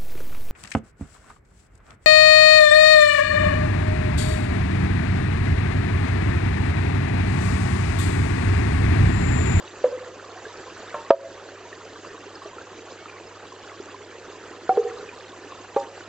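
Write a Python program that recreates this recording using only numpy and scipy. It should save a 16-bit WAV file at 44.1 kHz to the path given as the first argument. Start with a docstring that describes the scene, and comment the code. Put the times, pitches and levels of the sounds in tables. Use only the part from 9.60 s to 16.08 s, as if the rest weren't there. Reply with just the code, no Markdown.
"""A small garden: a stream babbles under a pivoting bamboo spout that tips, pours, swings back and knocks.
The water is swarms of ringing bubbles over a rush of noise; single plops stand out and pours splash harder.
Each knock of the spout, or of other tubes by the stream, is a thud, a rattle and a fading set of tones.
The trees answer with an echo and a thin tail, faint birds whistle, and a pump hums as one low tone.
A limiter briefly turns everything down after the hardest knock."""
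import sys
import numpy as np
from scipy import signal
from scipy.fft import rfft, irfft, next_fast_len
from scipy.io import wavfile
from scipy.ndimage import uniform_filter1d, map_coordinates

SR = 44100
rng = np.random.default_rng(int(sys.argv[2]) if len(sys.argv) > 2 else 0)


def to_wav(s):
    """Save 16-bit WAV."""
    ch = np.atleast_2d(s).T  # columns
    pcm = np.round(np.clip(ch, -1, 1) * 32767)  # PCM
    wavfile.write(sys.argv[1], SR, pcm.astype(np.int16))


N = 285768

# Ringing tones (modes) of the spout, its pivot and the other tubes:
# (frequency [Hz], relative level [dB], time to fade by 60 dB [s])
SPOUT = [(430, -1, 0.023), (554, -4, 0.18), (664, -4.5, 0.18), (952, -18, 0.12), (1214, -15.5, 0.068),
         (1366, -8.5, 0.025), (1640, -16, 0.034)]
PIVOT = [(593, -2, 0.13), (740, -5.5, 0.06), (914, -6.5, 0.2), (1050, -7, 0.15), (1110, -14.5, 0.17),
         (1350, -11.5, 0.13), (1790, -13, 0.035)]
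WIDE_TUBE = [(506.2, -0.5, 0.16), (592, -3.5, 0.059), (740, -20.5, 0.072), (974, -27.5, 0.15),
             (1740, -23.5, 0.033)]
SHORT_TUBE = [(493, -6.5, 0.048), (760, 0, 0.12), (780, -19, 0.4), (1385, -6.5, 0.022), (2190, -29, 0.032)]
LONG_TUBE = [(414.7, -3, 0.15), (470.6, -3, 0.24), (547, -19, 0.019), (1080, -22, .025)]
SPLIT_TUBE = [(451, 7.5, 0.037), (554, -0.5, .17), (804, -1.5, 0.16), (918, -13, 0.28), (1167, -6.5, 0.059),
              (1440, -20, 0.055)]
# Knocks: (time [s], level [dB], rise of the ring [s], relative thud level [dB], relative rattle level [dB],
# change of the ring's level about 46 ms after the blow [dB; below 0 dies sooner, above 0 swells],
# echo delay [s], relative echo level [dB], modes [table above])
KNOCKS = [ (0.2403, -7, .0015, -12, -23.5, -10, 0.082, -16, WIDE_TUBE),
          (1.3426, -22.5, 0.0018, -1.5, -3.5, 8, 0.041, -13.5, PIVOT),
          (1.5043, 3, 0.0032, -7, -15.5, -9, 0.13, -25, SPOUT),
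          (5.0920, -6, 0.0015, -4, -25, 2, 0.16, -11, SHORT_TUBE),
          (5.1726, -9, 0.0027, -6.5, -23.5, -17.5, .072, -15.5, LONG_TUBE),
          (6.163, -14.5, 0.002, -1.5, -11.5, 3.5, .15, -26, SPLIT_TUBE), ]
# The largest single bubbles, mixed with a 3 dB trim: (time [s], pitch [Hz], level before the trim [dB])
PLOPS = [(0.853, 1610, -29), (0.865, 427, -28), (1.078, 466, -30.5), (1.08, 1010, -33),
         (2.128, 1820, -30.5), (2.445, 1114, -32.5), (2.818, 1094, -30), (2.856, 397, -27.5),
         (2.858, 640, -30.5), (2.983, 1344, -28.5), (3.457, 1270, -30), (3.921, 1038, -32.5),
         (4.2, 382, -24.5), (4.344, 1013, -29.5), (4.682, 371, -32.5), (5.427, 414, -28.5),
         (5.49, 2440, -30.5), (5.921, 1080, -28)]
# Tone balance of the rushing water: (frequency [Hz], relative level [dB])
WASH_TONE = [(25, -24.5), (70, -15.5), (130, -17.5), (190, -14), (260, -13.5), (375, -2), (520, -3.5),
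             (760, -7), (1100, -13), (1750, -10), (2150, -18.5), (2700, -13.5), (3600, -19.5), (7600, -20)]
# How alike the rush is in left and right: (frequency [Hz], likeness [1 = identical])
ALIKE = [(200, 0.97), (1000, 1), (2000, 0.83), (4000, 0.83), (8000, 0.39)]
# How long the tail from the trees lasts: (frequency [Hz], time to fade by 60 dB [s])
TREE_FADE = [(200, 0.92), (550, 1.0), (1500, 0.22), (6000, 0.083)]
# Treble roll-off of the microphone: (frequency [Hz], gain [dB])
MICROPHONE = [(7600, 0), (7950, -17.5), (8400, -12), (8800, -27)]
# Far birds: (time [s], length [s], start pitch [Hz], end pitch [Hz], level [dB])
BIRDS = [(2.751, 0.011, 5200, 5120, -37), (3.308, 0.018, 5000, 5200, -46), (3.336, 0.15, 2060, 2350, -51),
         (3.505, 0.091, 2420, 2220, -51), (3.662, 0.022, 5200, 5080, -44.5)]
# A tipping tube spills water into the stream: (time [s], hold until fading [s], extra splashing [dB])
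POURS = [(0.12, 0.18, 1.5), (0.68, 0.79, 1.5), (5.078, 0.32, 1.1)]

TOP_HZ = 8850  # nothing is left above this
POUR_RISE_S, POUR_FADE_S = 0.11, 0.12  # the spill builds up, then the pool calms
STEADY_SPLASH_DB = 1.3  # splashing of the stream alone
# Lesser plops: one at a random moment in each equal time slot, with random pitch and level
STRAY_PER_S, STRAY_HZ = 2.5, 1148  # slots per second, middle pitch
STRAY_OCTAVES, STRAY_DB = 0.7, -36  # furthest pitch from the middle, middle level before the trim


def amp(db):
    """Turn decibels into a gain."""
    return 10 ** (np.asarray(db) / 20)


def unit(x):
    """Scale a sound to an average (rms) strength of 1."""
    return x / np.sqrt(np.mean(x ** 2) + 1e-20)


def along(points, hz):
    """Read a curve of (frequency, value) points, with frequency on a log axis."""
    f, value = np.transpose(points)
    return np.interp(np.log(hz + 1), np.log(f + 1), value)


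def wobble(rate):
    """A smooth random curve with the given number of random points a second."""
    knots = rng.standard_normal(int(N * rate / SR) + 4)
    return map_coordinates(knots, [np.arange(N) * rate / SR])


def filtered(x, response):
    """Shape a sound by a gain that depends on frequency."""
    size = next_fast_len(N + SR // 2)
    spectrum = rfft(x, size) * response(np.fft.rfftfreq(size, 1 / SR))
    return irfft(spectrum, size)[..., :N]


def band(x, low_hz, high_hz):
    """Keep mainly the frequencies between two limits."""
    sos = signal.butter(2, [low_hz, high_hz], "band", fs=SR, output="sos")
    return signal.sosfilt(sos, x)


def add(track, s, sound):
    """Mix a sound into a track, starting at s seconds."""
    part = track[max(round(s * SR), 0):][:len(sound)]
    part += sound[:len(part)]


def splash_db():
    """How hard the water splashes over time: steady, plus a rise, hold and fade for each pour."""
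    t = np.arange(N) / SR
    total = STEADY_SPLASH_DB
    for s, length, db in POURS:
        rise = np.clip((t - s) / POUR_RISE_S, 0, 1)
        fade = np.exp(-np.maximum(t - s - length, 0) / POUR_FADE_S)
        total = total + db * rise * fade
    return total


def bubble(cycles, life, glide):
    """A bubble swells softly, fades over about life cycles and rises in pitch as it nears the surface."""
    age = np.maximum(cycles, 0) / life
    swell_and_fade = 2 * (1 - np.exp(-4 * age)) * np.exp(-age)
    return swell_and_fade * np.sin(2 * np.pi * cycles * (1 + glide * (age - 1)))


def bubbles(rate, centre_hz, octaves, life, spread_db, clump_db):
    """A stereo swarm of rms 1: bubbles of random pitch and loudness, stronger in clumps."""
    count = int(rate * N / SR)
    start = rng.integers(0, N, count)
    pitch, size, ring, side = np.clip(rng.standard_normal((4, count, 1)), -2.2, 2.2)
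    hz = centre_hz * 2 ** (octaves * pitch)
    # the deep gurgles do not follow the pours
    clumps_db = clump_db * wobble(24) + splash_db() * (centre_hz > 700)
    gain = amp(spread_db * size + clumps_db[start, None])
    n = np.arange(min(int(7 * life * SR / centre_hz), SR // 10))
    lag = side * 2.2e-5  # [s] each bubble reaches left and right at slightly different times
    sides = []
    for shift in (lag, -lag):
        rings = gain * bubble(hz * (n / SR + shift), life * amp(2.7 * ring), glide=0.005)
        sides.append(np.bincount((start[:, None] + n).ravel(), rings.ravel(), N)[:N])
    return unit(np.array(sides))


def wash(patchy_db):
    """Countless far bubbles merge into a patchy stereo rush of noise with rms 1."""
    z = signal.stft(rng.standard_normal((2, N)), nperseg=256)[2]
    # random patches of louder and softer, smoothed over frequency and then time
    patches = uniform_filter1d(rng.standard_normal(z.shape[1:]), size=4, axis=0)
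    patches = uniform_filter1d(patches, size=6, axis=1)
    pair = signal.istft(z * amp(patchy_db * unit(patches)), nperseg=256)[1][:, :N]

    def tone_and_width(hz):
        turn = np.arccos(np.clip(along(ALIKE, hz), -1, 1)) / 2
        return amp(along(WASH_TONE, hz)) * [np.cos(turn), np.sin(turn)]

    mid, side = filtered(pair, tone_and_width)
    return unit(np.array([mid + side, mid - side]))


def stream():
    """Running water: deep gurgles, rounder drips, babbling, fine fizz and sparse spray over the wash."""
    gurgle = amp(-48.5) * bubbles(rate=240, centre_hz=403.3, octaves=0.23, life=1.87, spread_db=3.0, clump_db=1.0)
    drips = amp(-53.5) * bubbles(rate=50, centre_hz=1119, octaves=0.16, life=6.4, spread_db=3.5, clump_db=1.0)
    babble = amp(-50.5) * bubbles(rate=480, centre_hz=1544, octaves=0.445, life=4.24, spread_db=5.0, clump_db=2.5)
    fizz = amp(-58.5) * bubbles(rate=350, centre_hz=4380, octaves=0.42, life=14, spread_db=4.5, clump_db=3.5)
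    spray = amp(-63.0) * bubbles(rate=25, centre_hz=4300, octaves=0.5, life=1.9, spread_db=3.5, clump_db=2.5)
    flow_db = 1.13 * splash_db() + 0.8 * wobble(16)
    rush = amp(-45.5 + flow_db) * wash(patchy_db=2.5)
    return gurgle + drips + babble + fizz + spray + rush


def pump(hum_hz, db):
    """A pump's mains hum: one low tone whose level wavers slightly."""
    tone = np.sin(2 * np.pi * hum_hz * np.arange(N) / SR)
    return amp(db + 0.4 * wobble(6)) * unit(tone)


def plops():
    """Single large bubbles stand out of the babble; the deep ones die within a few cycles."""
    out, t = np.zeros(N), np.arange(SR // 12) / SR
    strays = []
    for slot in range(int(STRAY_PER_S * N / SR)):
        when, pitch, size = rng.uniform(-1, 1, 3)
        s = (slot + (1 + when) / 2) / STRAY_PER_S
        strays.append((s, STRAY_HZ * 2 ** (STRAY_OCTAVES * pitch), STRAY_DB + 2 * size))
    for s, hz, db in PLOPS + strays:
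        life = 5.1 * (hz / 1000) ** 0.7  # [cycles]
        add(out, s, amp(db - 3.0) * bubble(hz * t, life, glide=0.006))
    return out


def trees(x):
    """Trunks and foliage scatter the sound into a thin, fading stereo tail."""
    hz, t, z = signal.stft(rng.standard_normal((2, SR)), SR, nperseg=256)
    fade = amp(-60 * t / along(TREE_FADE, hz)[:, None])
    mid, side = signal.istft(z * fade, SR, nperseg=256)[1]
    tail = np.array([mid + 0.14 * side, mid - 0.2 * side]) / np.linalg.norm(mid)
    return signal.fftconvolve(x[None], tail, axes=1)[:, :N]


def knocks(thud_hz, thud_s, change_s, rattle_t60, echo_rise_s, slosh):
    """A blow thuds, rattles the cane and rings the air in the tube; the trees send back an echo and a tail."""
    near, far, t = np.zeros(N), np.zeros(N), np.arange(SR // 2) / SR
    # change_s after the blow, the ring drops in some knocks and swells in others
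    changed = (1 + np.tanh((t - change_s) / 0.0025)) / 2
    for s, db, rise, thud_db, rattle_db, change_db, delay, echo_db, modes in KNOCKS:
        # water sloshing inside blurs the tones
        steps = rng.standard_normal((len(modes), len(t)))
        drift = slosh * np.cumsum(steps, axis=1) / np.sqrt(SR)
        ring = np.zeros(len(t))
        for k, (hz, level, t60) in enumerate(modes):
            tone = np.sin(2 * np.pi * hz * t + drift[k])
            ring += (-1) ** k * amp(level - 60 * t / t60) * tone
        ring = ring * (1 - np.exp(-t / rise))
        thud = t / thud_s * np.exp(1 - t / thud_s) * np.sin(2 * np.pi * thud_hz * t)
        rattle = unit(band(rng.standard_normal(len(t)), low_hz=454, high_hz=1210))
        rattle = rattle * amp(-60 * t / rattle_t60)
        snap = unit(band(rng.standard_normal(len(t)), low_hz=1190, high_hz=6000))
        snap = snap * amp(-60 * t / 0.0053)
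        blow = ring * amp(change_db * changed) + amp(thud_db) * thud + amp(rattle_db) * rattle
        # the bright crack grows faster than the blow itself
        blow = amp(db) * blow + amp(1.7 * db - 27.5) * snap
        echo = amp(echo_db) * band(blow, low_hz=300, high_hz=580)  # foliage swallows the upper tones
        add(near, s, blow)
        add(near, s + delay, 2.27 * echo * (1 - np.exp(-t / echo_rise_s)))
        add(far, s, echo)
    # a narrow cane radiates little bass
    return band(near, low_hz=156, high_hz=4930) + amp(-2.5) * trees(far)


def birds(waver):
    """Faint whistles and chips: gliding tones whose pitch shakes a little, so they sound slightly rough."""
    out = np.zeros(N)
    for s, length, start_hz, end_hz, db in BIRDS:
        hz = np.linspace(start_hz, end_hz, round(length * SR))
        hz = hz * (1 + waver * wobble(400)[:len(hz)])
        tone = np.sin(2 * np.pi * np.cumsum(hz) / SR)
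        add(out, s, amp(db) * np.hanning(len(hz)) * tone)
    return out


def scene():
    """Mix all sources: everything lies slightly to the right, the running water most."""
    bamboo = knocks(thud_hz=670, thud_s=0.00056, change_s=0.046, rattle_t60=0.069, echo_rise_s=0.017, slosh=0.82)
    water = amp([[-0.3], [0.3]]) * (stream() + plops())
    mix = bamboo + water + birds(waver=0.0098) + pump(hum_hz=99.8, db=-59.5)
    left_lag_s = 2.8e-5  # the left side hears everything this much later

    def side_delay(hz):
        return np.exp(np.outer([-1j, 1j], np.pi * hz * left_lag_s))

    return amp([[-0.6], [0.6]]) * filtered(mix, side_delay)


def limiter(x, top_db, attack_s, release_db):
    """Peaks over the top pull the gain down; it recovers by release_db decibels a second."""
    over = np.maximum(20 * np.log10(np.abs(x).max(axis=0) + 1e-9) - top_db, 0)
    ramp = release_db * np.arange(N) / SR
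    held = np.maximum.accumulate(over + ramp) - ramp
    pole = np.exp(-1 / (attack_s * SR))
    cut_db = signal.lfilter([1 - pole], [1, -pole], held)  # the gain cannot drop at once
    return x * amp(-cut_db)


def record(dry):
    """Cut a narrow notch and roll off the treble, then limit, clip and remove all above the top."""
    notch_hz = 5430

    def microphone(hz):
        notch = (hz - notch_hz) / (hz - notch_hz - 130j)
        return notch * amp(along(MICROPHONE, hz))

    sound = filtered(dry, microphone)
    sound = limiter(sound, top_db=-5.5, attack_s=0.0043, release_db=59.0)
    sound = np.clip(sound, -1, 1)
    return filtered(sound, lambda hz: hz < TOP_HZ)


dry = scene()
out = record(dry)
to_wav(out)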